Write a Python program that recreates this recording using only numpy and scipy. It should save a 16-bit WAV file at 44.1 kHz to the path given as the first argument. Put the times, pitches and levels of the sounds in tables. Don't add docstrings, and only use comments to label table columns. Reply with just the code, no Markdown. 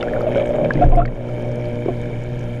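import sys
import numpy as np
from scipy import signal
from scipy.io import wavfile
from scipy.ndimage import uniform_filter1d

SR = 44100
rng = np.random.default_rng(int(sys.argv[2]) if len(sys.argv) > 2 else 0)


def volts_from_decibels(level):
    exponent = np.asarray(level, float) / 20
    return 10 ** exponent


def master(y):
    cut = np.clip(np.atleast_2d(y).T, -1, 1)
    pcm = np.round(cut * 32767)
    wavfile.write(sys.argv[1], SR, pcm.astype(np.int16))


N = 114660
T = np.arange(N) / SR
THROB_HZ, THROB_AT_S = 120, 2.1055


def column(table, k):
    a = np.array(table)
    return np.interp(T, a[:, 0], a[:, k])


def level(x, db):
    return x * volts_from_decibels(db) / np.sqrt(np.mean(x ** 2))


def noise():
    return rng.standard_normal(N)


def band(x, hz, width):
    return signal.lfilter(*signal.iirpeak(hz, hz / width, fs=SR), x)


def steep(x, hz, width):
    return band(band(x, hz, width), hz, width)


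def ring_modes(x, modes, widen, contrast=1., sign=1):
    return sum(sign ** k * volts_from_decibels(contrast * db) * level(steep(x, hz, widen * width), 0)
               for k, (hz, width, db) in enumerate(modes))


def walk(rate):
    k = int(SR / rate)
    steps = np.repeat(rng.standard_normal(N // k + 1), k)
    return 1.87 * uniform_filter1d(uniform_filter1d(steps, k), k)[:N]


def decay(start, fall):
    return np.exp(-np.maximum(T - start, 0) / fall)


def struck(start, hz, db, t60, glide=0., rise=0.00047):
    t = np.maximum(T - start, 0)
    envelope = volts_from_decibels(db - 60 * t / t60) * (1 - np.exp(-t / rise))
    return envelope * np.sin(2 * np.pi * hz * (t + glide * t ** 2 / 2))


def pump_turns():
    return (T - THROB_AT_S) * THROB_HZ


# (frequency [Hz], level [dB rms])
HUM = [(60, -49.5), (120, -25.5), (180, -42), (240, -34.5), (300, -43), (360, -38), (420, -50.5),
       (480, -37), (540, -54.5), (600, -35.5), (720, -52), (780, -51), (900, -55)]
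# (time [s], throb level [dB], overtone level [dB])
COUPLING = [(0, -34, -33.5), (.38, -29.5, -30.5), (.67, -34.5, -30), (.84, -23, -35), (1.04, -24, -37),
            (1.14, -35.5, -44.5), (1.32, -25.5, -36.5), (1.6, -26, -35.5), (2.6, -26, -42)]


def pump_hum():
    wobble_db, scatter_rad_per_db = .9, .12
    turn, out = pump_turns(), 0
    low, high = column(COUPLING, 1) + 26, column(COUPLING, 2) + 38
    for hz, db in HUM:
        overtone = hz > 130
        coupling = high * min(hz / 360, 1) ** 2 if overtone else low
        loudness = volts_from_decibels(db + coupling + wobble_db * (1 + overtone) * walk(20))
        scatter = scatter_rad_per_db * np.maximum(high, 4) * overtone * (-1) ** (hz // THROB_HZ)
        phase = 2 * np.pi * turn * hz / THROB_HZ + scatter + 0.52 * walk(12)
        out = out + np.sqrt(2) * loudness * np.cos(phase)
    return out


# (frequency [Hz], width [Hz], level [dB])
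SHELL = [(918, 103, 2), (1350, 100, -5), (1650, 186, 3.5), (2277, 133, 6.5), (3092, 192, -1.5),
         (3640, 110, -11.5), (5370, 200, -21.5), (6700, 250, -17), (9460, 460, -22), (12900, 6600, -32)]


def shell_rattle():
    turn = pump_turns()
    strength = volts_from_decibels(1.4 * rng.standard_normal(400))[np.floor(turn - turn[0] + .6).astype(int)]
    puff = np.exp(-((turn + .1) % 1) / 0.34)
    gate = (0.16 + strength * puff) * volts_from_decibels(0.51 * walk(9))
    return level(ring_modes(gate * noise(), SHELL, 1.82, sign=-1), -47)


# (frequency [Hz], width [Hz], level [dB])
HOLLOW = [(209, 160, -14), (300, 126, -3.5), (432.4, 59, -0.5), (545, 51.6, 4), (604.7, 44, -3.5),
          (684, 49, -11.5)]
# (time [s], rubbing level [dB])
RUB = [(0.0, -27), (.12, -24.5), (.2, -24), (.3, -24.5), (.4, -20), (.47, -27), (.56, -23.5), (.66, -23.5),
       (.72, -27.5), (.8, -23.5), (.9, -26.5), (1.05, -32.5), (1.2, -33), (1.5, -31.5), (1.8, -39.5),
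       (2.6, -40.5)]


def rubbing():
    slips = (rng.random(N) < 900 / SR) * noise() * volts_from_decibels(1.33 * rng.exponential(size=N))
    body = level(ring_modes(slips, HOLLOW, 1.65), 0.74)
    bright = level(ring_modes(slips, SHELL, 2), -26)
    return (body + bright * np.exp(-(pump_turns() % 1) / 0.34)) * volts_from_decibels(column(RUB, 1))


# (time [s], peak level [dB], pitch [Hz])
SCUFFS = [(0.029, -17, 495), (0.047, -19, 595), (0.135, -19, 570), (0.148, -10, 586), (0.164, -14, 601),
          (0.213, -18, 517), (0.23, -17, 588), (0.315, -15.5, 576), (0.362, -13, 551), (0.373, -10.5, 587),
          (0.384, -13, 616), (0.409, -16, 616), (0.439, -18, 588), (0.49, -12, 570), (0.506, -9.5, 597),
          (0.532, -13.5, 588), (0.549, -13.5, 624), (0.584, -17.5, 591), (0.608, -12, 580),
          (0.631, -14.5, 636), (0.646, -11.5, 536), (0.657, -12, 568), (0.753, -16.5, 562)]


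def scuffs():
    return sum(struck(s, hz, db + 1.5, 0.073, rise=0.0015) for s, db, hz in SCUFFS)


# (time [s], length [s], pitch [Hz], level [dB])
CREAKS = [
    (0.264, 0.0056, 628, -2.5),
    (0.812, 0.025, 705, -5),
    (0.917, 0.019, 718, -11.5),
    (0.968, 0.025, 694, -5.5),
    (1.007, 0.014, 713, -20),
]
# (frequency [Hz], level [dB])
CREAK_MODES = [(1020, -29.5), (1370, -32.5), (2600, -38), (3000, -48), (3480, -46.5)]


def creaks():
    rise_s, fall_s, wobble_rad = 0.0072, 0.009, .25
    out = 0
    for s, length, hz, db in CREAKS:
        envelope = (1 - decay(s, rise_s)) ** 1.38 * decay(s + length, fall_s)
        phase = 2 * np.pi * hz * (T - s) + wobble_rad * walk(120)
        tone = np.sin(phase) + volts_from_decibels(-33) * np.sin(2 * phase)
        edge = volts_from_decibels(-34.5) * (1 + np.cos(phase)) * level(steep(noise(), 1700, 1700), 0)
        edge = edge + sum(volts_from_decibels(g) * level(steep(noise(), f, 110), 0) for f, g in CREAK_MODES)
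        out = out + volts_from_decibels(db + 1.6 * walk(100)) * (envelope * tone + envelope ** 0.69 * edge * 0.84)
    return out


# (time [s], peak level [dB])
SLAPS = [(0.0962, -28), (0.278, -38), (0.3047, -30), (0.321, -25.5), (0.3298, -26), (0.3464, -23),
         (0.3623, -22.5), (0.3716, -26), (0.3792, -21.5), (0.3963, -22), (0.4035, -23), (0.413, -31),
         (0.4214, -25), (0.4544, -26), (0.4718, -39), (0.4715, -27), (0.5038, -31), (0.5375, -26),
         (0.5537, -29), (0.5617, -30), (0.6045, -35), (0.6452, -21), (0.6544, -34), (0.7533, -26.5),
         (0.7965, -29.5), (0.8092, -27), (0.9187, -28.5), (1.8547, -33.5), (1.8836, -29.5), (1.8974, -34)]


def slaps():
    out = 0
    for s, db in SLAPS:
        puff = (T >= s) * decay(s, .0016) * noise()
        a = int(s * SR)
        puff, hit = puff[a:a + 2000], np.zeros(N)
        hit[a:a + 2000] = sum(volts_from_decibels(.7 * g) * steep(puff, hz, 2.5 * width) * np.sqrt(200 / width)
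                              for hz, width, g in SHELL[1:7])
        out = out + volts_from_decibels(db) * hit / np.abs(hit).max()
    return out


def dulled(x):
    return signal.sosfilt(signal.butter(8, 3700, fs=SR, output="sos"), x)


# (time [s], pitch [Hz], level [dB], t60 [s])
KNOCKS = [(1.8604, 386, -3.5, 0.021), (1.881, 570, -13, 0.029), (1.8838, 363, -7, 0.061),
          (1.885, 683, -15.5, 0.093), (1.885, 1060, -26.5, 0.035), (1.893, 475, -20.5, 0.12),
          (1.905, 257, -16, 0.056), (1.922, 140, -26, .05), (.755, 308, -10.5, 0.066),
          (0.771, 300, -17, 0.05), (0.805, 294, -13, 0.16), (.835, 309, -12, 0.13), (.86, 290, -17.5, 0.12),
          (.935, 320, -22, 0.057), (1.028, 323, -18.5, .06), (.812, 591, -10.5, 0.16),
          (.918, 677, -16, .04), (.97, 316, -14.5, 0.13), (.845, 64.6, -9.5, 0.36)]


def knocks():
    return sum(struck(*knock, rise=0.00073) for knock in KNOCKS)


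# (time [s], signed push [1])
JOLTS = [
    (0.102, .05),
    (0.299, .03),
    (.763, -.18),
    (.799, .16),
    (.832, .28),
    (.852, -.32),
    (.87, .26),
    (.902, -.43),
    (.915, .29),
    (.946, .09),
]
# (time [s], level [dB])
GROAN = [(.5, -46), (.63, -20), (.72, -28.5), (.77, -20), (.8, -24.5), (.83, -19.5), (.88, -22),
         (.95, -27.5), (1.15, -39)]


def sway():
    sway_hz, t60_s = 25.5, .6
    idle = level(steep(noise(), sway_hz * 0.56, 23.4), -31)
    groan = volts_from_decibels(column(GROAN, 1)) * level(steep(noise(), 144.6, 51), 0)
    return groan + idle + sum(push * struck(s, sway_hz, 0, t60_s, rise=0.005) for s, push in JOLTS)


# (time [s], pitch [Hz], level [dB], t60 [s])
BUBBLES = [(.009, 3500, -23, 0.025), (.009, 2930, -22.5, .02), (0.028, 2050, -18, 0.017),
           (.027, 1360, -15.5, 0.026), (.028, 2620, -14, 0.0072), (0.074, 1480, -27, 0.045),
           (.083, 1650, -18.5, 0.022), (0.135, 1720, -13.5, 0.012), (0.163, 1420, -19, 0.032),
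           (0.209, 1265, -16.5, 0.021), (0.358, 1460, -21.5, 0.042), (.538, 2360, -21.5, 0.0091),
           (0.644, 2420, -23, 0.013), (0.658, 1570, -21, 0.013), (0.707, 1630, -4, 0.023),
           (0.704, 1044, -15.5, 0.027), (0.774, 2030, -21, 0.016), (0.817, 1350, -25.5, 0.049),
           (0.84, 1610, -22.5, 0.037), (0.923, 980, -23.5, 0.095), (.952, 2120, -27.5, 0.029),
           (1.0, 1230, -21, .03), (1.004, 1095, -21, 0.052), (1.017, 1320, -16.5, 0.047),
           (1.053, 2165, -19.5, 0.02), (1.054, 1530, -23.5, 0.023), (1.053, 1850, -21.5, .015),
           (1.053, 1290, -26, .015), (1.058, 3200, -34, 0.01), (1.077, 1860, -24.5, 0.019),
           (1.288, 1350, -31.5, 0.033)]


def bubbles():
    return sum(struck(*bubble, glide=3.1) for bubble in BUBBLES)


# (time [s], length [s], level [dB])
FLURRIES = [
    (.006, 0.015, -41),
    (0.312, 0.11, -38),
    (.643, .03, -42),
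    (.75, 0.11, -41.5),
    (1.053, 0.0083, -38.5),
    (1.077, 0.006, -39),
    (1.643, 0.0214, -35),
    (1.884, .026, -41),
]


def flurries():
    rate = 2500 * np.exp(-(pump_turns() % 1) / .22)
    hits = (rng.random(N) < rate / SR) * noise() * volts_from_decibels(3.8 * rng.exponential(size=N))
    crackle = level(ring_modes(hits, SHELL, 2, contrast=1.05), 0)
    spells = sum(volts_from_decibels(db) * ((T > s) & (T < s + length)) for s, length, db in FLURRIES)
    return crackle * uniform_filter1d(spells, size=60)


TICK_S = .0016
# (time [s], peak level [dB], pitch [Hz])
TICKS = [(0.0271, -32, 4900), (0.217, -35.5, 4400), (0.355, -42, 5900), (.3716, -37, 5600),
         (.4783, -39.5, 6360), (.492, -43, 6600), (.5606, -42, 6600), (.208, -41, 7060),
         (.894, -44.5, 6800), (0.646, -41, 4800), (0.705, -44, 4470), (0.7357, -28.5, 4470),
         (0.847, -39.5, 4570), (0.9595, -39.5, 5180), (1.058, -33, 4300), (1.5155, -40, 5550),
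         (1.5573, -42, 5520), (1.6546, -38, 4500), (1.7554, -40, 4820), (2.0148, -43, 6950),
         (2.2378, -41, 6800), (2.393, -39, 6500), (2.44, -43, 5500),
         (0.1401, -41.5, 12300), (0.2084, -45, 10900), (0.2917, -41.5, 12600), (0.4596, -39, 7500),
              (0.9581, -38, 10100), (1.42, -48, 7000), (1.5559, -46, 9190), (1.6851, -47, 10900),
              (2.0138, -51, 9400)]


def ticks():
    out = 0
    for s, db, hz in TICKS:
        burst = steep((T >= s) * decay(s, TICK_S) * noise(), hz, hz / 2.93)
        out = out + volts_from_decibels(db) * burst / np.abs(burst).max()
    return out


def grit():
    busy, out = volts_from_decibels(2.5 * walk(18)), 0
    for hz, db in [(4600, -75.5), (5500, -71.0), (6900, -76.5), (9500, -82), (12000, -80.5)]:
        hits = (rng.random(N) < 70 * busy / SR) * volts_from_decibels(2.2 * rng.exponential(size=N))
        puffs = signal.lfilter([1], [1, -np.exp(-1 / (TICK_S * SR))], hits) * noise()
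        out = out + level(steep(puffs, hz, hz / 3), db)
    return out


# (frequency [Hz], level [dB per Hz])
WATER = [(20, -10.5), (66, -11), (115, -8.5), (600, -18), (1100, -50.5), (2230, -31.5), (4400, -51.5),
         (12000, -62)]


def water():
    out, (table_hz, table_db) = 0, np.transpose(WATER)
    for hz in 20 * 2 ** np.arange(0, 9.6, .5):
        db = np.interp(np.log(hz), np.log(table_hz), table_db) + 1.8 * walk(12)
        out = out + volts_from_decibels(db) * steep(noise(), hz, hz / 2)
    return level(out, -37.5)


# (time [s], level [dB])
GAIN = [(0, -59.5), (.5, -60), (.8, -61.5), (1.02, -69.5), (1.12, -68.5), (1.3, -62), (1.5, -60.5),
        (2.6, -61.5)]


def recorder_gain():
    return volts_from_decibels(column(GAIN, 1) + 65)


def scene():
    background = (shell_rattle() + water() + grit()) * recorder_gain()
    contact = dulled(rubbing() + creaks() + slaps())
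    pings = bubbles() + knocks() + scuffs()
    return (pump_hum() + background + contact + flurries() + ticks() + pings + sway())[None]


def low_pass(x):
    return signal.sosfilt(signal.butter(12, 15700, fs=SR, output="sos"), x)


def record(dry):
    soft = np.tanh(0.56 * dry) / 0.63
    mix = signal.sosfilt(signal.butter(6, 13000, fs=SR, output="sos"), soft)
    return low_pass(mix)


dry = scene()
out = record(dry)
master(out)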